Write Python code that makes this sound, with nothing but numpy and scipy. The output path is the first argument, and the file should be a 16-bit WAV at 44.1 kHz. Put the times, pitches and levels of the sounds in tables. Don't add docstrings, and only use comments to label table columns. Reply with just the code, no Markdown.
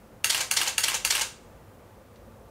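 import sys
import numpy as np
from scipy import signal
from scipy.fft import rfft, irfft, next_fast_len
from scipy.io import wavfile
from scipy.ndimage import map_coordinates

SR = 44100
rng = np.random.default_rng(int(sys.argv[2]) if len(sys.argv) > 2 else 0)


def convert_level_to_amplitude(level_db):
    exponent = np.asarray(level_db, float) / 20
    return 10 ** exponent


def dump(signal):
    limited = np.clip(np.atleast_2d(signal).T, -1, 1)
    pcm = np.round(limited * 32767).astype(np.int16)
    wavfile.write(sys.argv[1], SR, pcm)


N = 110250

# pitch_hz, level_db_per_hz
ROOM_NOISE = [(20, -19), (44, -4.5), (107, -2.5), (154, -8), (513, -10.5), (1200, -17.5), (2000, -25),
              (5000, -38)]
# time_s, change_db
ROOM_NOISE_SWELL = [(0, 0), (1.35, 0), (1.55, 1.2), (1.8, .5), (2.25, 0), (2.5, 0)]
# pitch_hz, width_hz, level_db
HUM = [(55.3, 13, -63.5), (103.7, 12, -60), (213.7, 25, -63), (517, 130, -59), (872, 41, -70.5),
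       (1184, 89, -73.5)]
# time_s, change_db
HUM_SWELL = [(0, -4), (.3, -2.5), (1.2, -3), (1.5, 1), (2.1, -2.5), (2.21, 4), (2.3, 2.5), (2.5, 3)]
# pitch_hz, level_db_per_hz
MIC_HISS = [(1000, -0.1), (6000, 0.93), (12000, -1.3), (16000, -1)]
# pitch_hz, t60_s
ROOM_DECAY = [(300, 0.28), (800, 0.32), (2100, 0.27), (5500, 0.28), (14600, 0.22)]
# pitch_hz, t60_s
LATE_DECAY = [(1000, 1.3), (3000, 0.83), (8000, 0.75), (13000, .35)]
# start_s, level_db, pitch_hz, width_hz
STRAP_TICKS = [
    (1.434, -50, 8200, 900),
    (2.158, -45, 3500, 6000),
    (2.225, -59, 6100, 4000),
    (2.322, -46, 1470, 300),
]

# start_s, peak_db
FRAMES = [
    (0.2435, -8),
    (0.512, -7.7),
    (0.7805, -7.8),
    (1.049, -7.7),
]
LATCH_LAG_MS = [.5, -.1, -.3, 0]

# after_strike_ms, level_db, rattle_fade_ms (time to fall
# 50.4 dB)
MIRROR_UP_BLOWS = [(-3.5, -20, 10), (-0.2, -3, 11), (1, -1, 19.8), (6.5, -10.5, 32), (10.5, -14, 11),
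                   (13.5, -14, 42), (24.5, -14.5, 20), (26.5, -15, 22), (37, -19.5, 16)]
BLADE_BLOWS = [(52.1, -12.5, 22), (53.8, -11, 13), (56, -6, 20), (58.36, -3.5, 20.3), (60.66, -4, 21),
               (64.34, -6.5, 20), (73.5, -22, 29)]
LATCH_BLOWS = [(102.27, -6, 9.3), (106.14, -9.5, 12.5), (107.3, -10, 15), (110.3, -15.5, 36),
               (121.1, -11, 9), (125.8, -15, 11)]
MIRROR_DOWN_BLOWS = [(157, -19, 7.4), (162.6, -11.5, 20), (163.4, -10.5, 21.6), (166.5, -7, 7.8),
                     (168.7, -8, 27), (184, -19.5, 6.8), (182.5, -15, 18)]
RATCHET_TICKS = [(79, -20, 5), (83, -18, 5), (89.5, -19, 5), (94, -20, 5), (115, -19, 5), (129.5, -18, 5),
                 (135.5, -20, 5), (142.5, -20, 5), (147, -21, 5), (173, -14, 6), (176.5, -15, 6),
                 (191, -21, 6)]

# pitch_hz, width_hz, level_db
MIRROR_UP_RING = [(2780, 110, 0.5), (3510, 170, -4.5), (4540, 240, -2.5), (5320, 200, -12), (6470, 310, -4),
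                  (7150, 350, -6.5), (8970, 310, -3.5), (10240, 250, -11)]
BLADE_RING = [(2010, 50, -6), (4400, 340, 0.5), (5360, 270, -2.5), (6750, 330, -2), (9000, 710, -4),
              (12930, 560, -14)]
LATCH_RING = [(1174, 310, -3), (1633, 46, 0), (2033, 120, 3.5), (3000, 170, 0.5), (4270, 250, -2.5),
              (8800, 350, -12), (10330, 280, -8.5)]
MIRROR_DOWN_RING = [(1550, 31, -18), (2360, 130, -5.5), (2800, 90, -4), (5300, 470, -15), (5940, 110, -1),
                    (6430, 110, 0), (8800, 190, -2)]
MOTOR_RING = [(1590, 170, -15), (2280, 230, 0), (2750, 340, -0.5), (3590, 170, -5), (4650, 170, -8),
              (6310, 180, -9), (8200, 250, -15.5)]
# pitch_hz, level_db_per_hz
MIRROR_UP_TONE = [(300, -28), (600, -14), (1000, -11.5), (2000, -5), (2740, -8.5), (5080, -10),
                  (9090, -6.5), (16000, -19)]
BLADE_TONE = [(200, -29), (500, -17.5), (900, -16), (2020, -4), (4350, -3.5), (8900, -6.5), (15000, -22)]
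LATCH_TONE = [(180, -41), (300, -26), (1300, -13.5), (2840, -5.5), (4500, -5), (10400, -8), (16000, -14.5)]
MIRROR_DOWN_TONE = [(200, -42), (500, -17), (1000, -11.5), (2000, -3), (2800, -4.5), (5630, -4), (6880, 1),
                    (15000, -20.5)]
MOTOR_TONE = [(180, -46), (300, -15.5), (885, -7), (1160, -4.5), (2740, -5.5), (8220, -7), (16000, -24)]

# after_strike_ms, pitch_hz, level_db, fade_ms (time to
# fall 81.3 dB), rise_ms
SHELL_KNOCKS = [(162, 3000, -18, 30, 1.5), (169.5, 1600, -30, 100, 3.1), (0, 1282, -30, 69, 2.2),
                (0, 2130, -24, 11, .4), (12, 6400, -21, 36, 1.5),
                (-.2, 2780, -14.5, 22, .5), (58, 4450, -20, 28, 1.2), (56, 6900, -23, 20, .8),
              (0, 910, -29, 70, 2), (2, 775, -35, 70, 3), (4, 533, -39, 100, 6), (57, 895, -27, 60, 3),
              (57, 500, -37, 50, 3), (157, 522, -27, 90, 11), (160, 899, -26, 90, 5),
              (163, 775, -31, 90, 5), (180, 1180, -32, 50, 3)]
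LATCH_KNOCKS = [(102.5, 2800, -12, 24, .4), (102.5, 3120, -19, 24, .4), (109, 2900, -18, 24, 1.2),
                (120, 2950, -18, 10, .4), (102.6, 1630, -25, 52, 1.2), (102.5, 10130, -22, 22, .3),
                (102.5, 8160, -25, 40, .4), (102.5, 13200, -27, 14, .3), (102.6, 1260, -28, 40, 1.2),
                (120, 10500, -24, 8, .3)]

SCATTER_DB = 0.5


def unit(x):
    return x / np.sqrt(np.mean(x ** 2) + 1e-20)


def along(points, hz):
    pitch, value = np.transpose(points)
    return np.interp(np.log(hz + 1), np.log(pitch + 1), value)


def over_time(points):
    return np.interp(np.arange(N) / SR, *np.transpose(points))


def bump(f, hz, width):
    return 1 / (1 + (2 * (f - hz) / width) ** 2)


def filtered(x, response):
    size = next_fast_len(x.shape[-1] + SR // 4)
    spectrum = rfft(x, size) * response(np.fft.rfftfreq(size, 1 / SR))
    return irfft(spectrum, size)[..., :x.shape[-1]]


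def coloured_noise(response):
    return unit(filtered(rng.standard_normal(N), response))


def wobble(rate):
    knots = rng.standard_normal(N // 100)[:int(N * rate / SR) + 4]
    return map_coordinates(knots, [np.arange(N) * rate / SR])


def background():
    noise_db = -52.5 + 0.5 * wobble(5.7) + over_time(ROOM_NOISE_SWELL)
    sound = convert_level_to_amplitude(noise_db) * coloured_noise(lambda f: convert_level_to_amplitude(along(ROOM_NOISE, f)))
    swell_db = over_time(HUM_SWELL)
    for hz, width, db in HUM:
        hum_db = db + swell_db + 1.2 * wobble(7.53)
        sound += convert_level_to_amplitude(hum_db) * coloured_noise(lambda f: bump(f, hz, width))
    thud_s, thud_length_s, thud_hz, thud_db = 1.05, 0.089, 38, -54
    thud_shape = np.exp(-((np.arange(N) / SR - thud_s) / thud_length_s) ** 2)
    return sound + convert_level_to_amplitude(thud_db) * thud_shape * coloured_noise(lambda f: bump(f, thud_hz, 15))


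def room(x):
    delay_ms, late_db = 3.5, -24
    hz, t, grains = signal.stft(rng.standard_normal(SR // 2), SR, nperseg=256)
    main = convert_level_to_amplitude(-60 * t / along(ROOM_DECAY, hz)[:, None])
    late = convert_level_to_amplitude(late_db - 60 * t / along(LATE_DECAY, hz)[:, None])
    tail = signal.istft(grains * (main + late), SR, nperseg=256)[1]
    delayed = np.pad(x, (round(delay_ms * SR / 1000), 0))
    return signal.fftconvolve(delayed, tail / np.linalg.norm(tail))[:N]


def strap():
    out, t = np.zeros(N), np.arange(SR // 10) / SR
    t60_ms = 87
    for s, db, hz, width in STRAP_TICKS:
        puff = convert_level_to_amplitude(-60e3 * t / t60_ms) * rng.standard_normal(len(t))
        tick = unit(filtered(puff, lambda f: bump(f, hz, width)))
        out[round(s * SR):][:len(t)] += convert_level_to_amplitude(db - 25) * tick
    return out


def body(tone, ring):
    size, sharpest_q = 2 ** 13, 28
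    f = np.fft.rfftfreq(size, 1 / SR)
    power = convert_level_to_amplitude(2 * (along(tone, f) + 1))
    for hz, width, db in ring:
        power += convert_level_to_amplitude(2 * db) * bump(f, hz, max(width, hz / sharpest_q))
    ceps = irfft(np.log(power + 1e-10) / 2)
    ceps[1:size // 2] *= 2
    ceps[size // 2 + 1:] = 0
    h = irfft(np.exp(rfft(ceps)))[:size // 2]
    return h / np.linalg.norm(h)


def winder():
    on_ms, off_ms, rise_ms, fall_ms = 51, 169.5, 14, 27
    motor_db, teeth_hz, teeth_depth, grit_db = -33, 416, 0.55, 3.5
    whine_hz, whine_db = 893, -50
    runs = np.zeros(N)
    for s, _ in FRAMES:
        ms = np.arange(N) / SR * 1000 - s * 1000
        runs += np.clip((ms - on_ms) / rise_ms, 0, 1) * np.exp(-np.maximum(ms - off_ms, 0) / fall_ms)
    teeth_turns = np.cumsum(teeth_hz * (1 + 0.15 * wobble(60))) / SR
    teeth = 1 + teeth_depth * np.sin(2 * np.pi * teeth_turns)
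    roughness = convert_level_to_amplitude(1.4 * wobble(150) + grit_db * wobble(420))
    whirr = unit(teeth * roughness * rng.standard_normal(N))
    whine_turns = np.cumsum(whine_hz * (1 + 0.0052 * wobble(54.0))) / SR
    whine = convert_level_to_amplitude(whine_db + 1.2 * wobble(40)) * np.sin(2 * np.pi * whine_turns)
    gears = signal.fftconvolve(convert_level_to_amplitude(motor_db) * runs * whirr, body(MOTOR_TONE, MOTOR_RING))[:N]
    return gears + runs * whine


def knocks(modes, lag_ms=(0, 0, 0, 0)):
    out, t = np.zeros(N), np.arange(SR // 8) / SR
    for ms, hz, db, t60_ms, rise_ms in modes:
        for (s, _), lag in zip(FRAMES, lag_ms):
            loud, tune = rng.standard_normal(2)
            fade = convert_level_to_amplitude(db + SCATTER_DB * loud - 81300.0 * t / t60_ms)
            rise = 1 - np.exp(-1000 * t / rise_ms)
            note = np.sin(2 * np.pi * hz * (1 + 0.0059 * tune) * t)
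            out[round((s + (ms + lag) / 1000) * SR):][:len(t)] += fade * rise * note
    return out


def part(contacts, tone, ring, lag_ms=(0, 0, 0, 0)):
    cycle_db, fresh, jitter_ms = -14, 0.15, 0.02
    push, t = np.zeros(N), np.arange(SR // 20) / SR
    for ms, db, t60_ms in contacts:
        habit = rng.standard_normal(len(t))
        for (s, frame_db), lag in zip(FRAMES, lag_ms):
            late, loud = rng.standard_normal(2)
            rattle = np.sqrt(1 - fresh) * habit + np.sqrt(fresh) * rng.standard_normal(len(t))
            blow_db = cycle_db + db + frame_db - FRAMES[0][1] + SCATTER_DB * loud
            start = round((s + (ms + lag + jitter_ms * late) / 1000) * SR)
            push[start:][:len(t)] += convert_level_to_amplitude(blow_db - 50400.0 * t / t60_ms) * rattle
    return signal.fftconvolve(push, body(tone, ring))[:N]


def scene():
    quiet = background() + strap()
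    shell = knocks(SHELL_KNOCKS) + knocks(LATCH_KNOCKS, LATCH_LAG_MS)
    camera = shell + convert_level_to_amplitude(-9) * room(shell)
    parts = [
        part(MIRROR_UP_BLOWS, MIRROR_UP_TONE, MIRROR_UP_RING),
        part(BLADE_BLOWS, BLADE_TONE, BLADE_RING),
        winder(),
        part(LATCH_BLOWS, LATCH_TONE, LATCH_RING, LATCH_LAG_MS),
        part(RATCHET_TICKS, MOTOR_TONE, MOTOR_RING),
        part(MIRROR_DOWN_BLOWS, MIRROR_DOWN_TONE, MIRROR_DOWN_RING),
    ]
    for sound in parts:
        camera += sound + convert_level_to_amplitude(-4) * room(sound)
    return (quiet + camera)[None]


def roll_off(x):
    return signal.sosfilt(signal.butter(12, 16630, fs=SR, output="sos"), x)


def record(dry):
    hiss_db, top_hz, edge_hz, leak_db = -68, 15720, 35, -46
    hiss = convert_level_to_amplitude(hiss_db) * coloured_noise(lambda f: convert_level_to_amplitude(along(MIC_HISS, f)))

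    def treble_cut(f):
        slope = 1 / (1 + np.exp(np.clip((f - top_hz) / edge_hz, -30, 30)))
        return np.maximum(convert_level_to_amplitude(leak_db), slope)

    return roll_off(filtered(dry + hiss, treble_cut))


dry = scene()
out = record(dry)
dump(out)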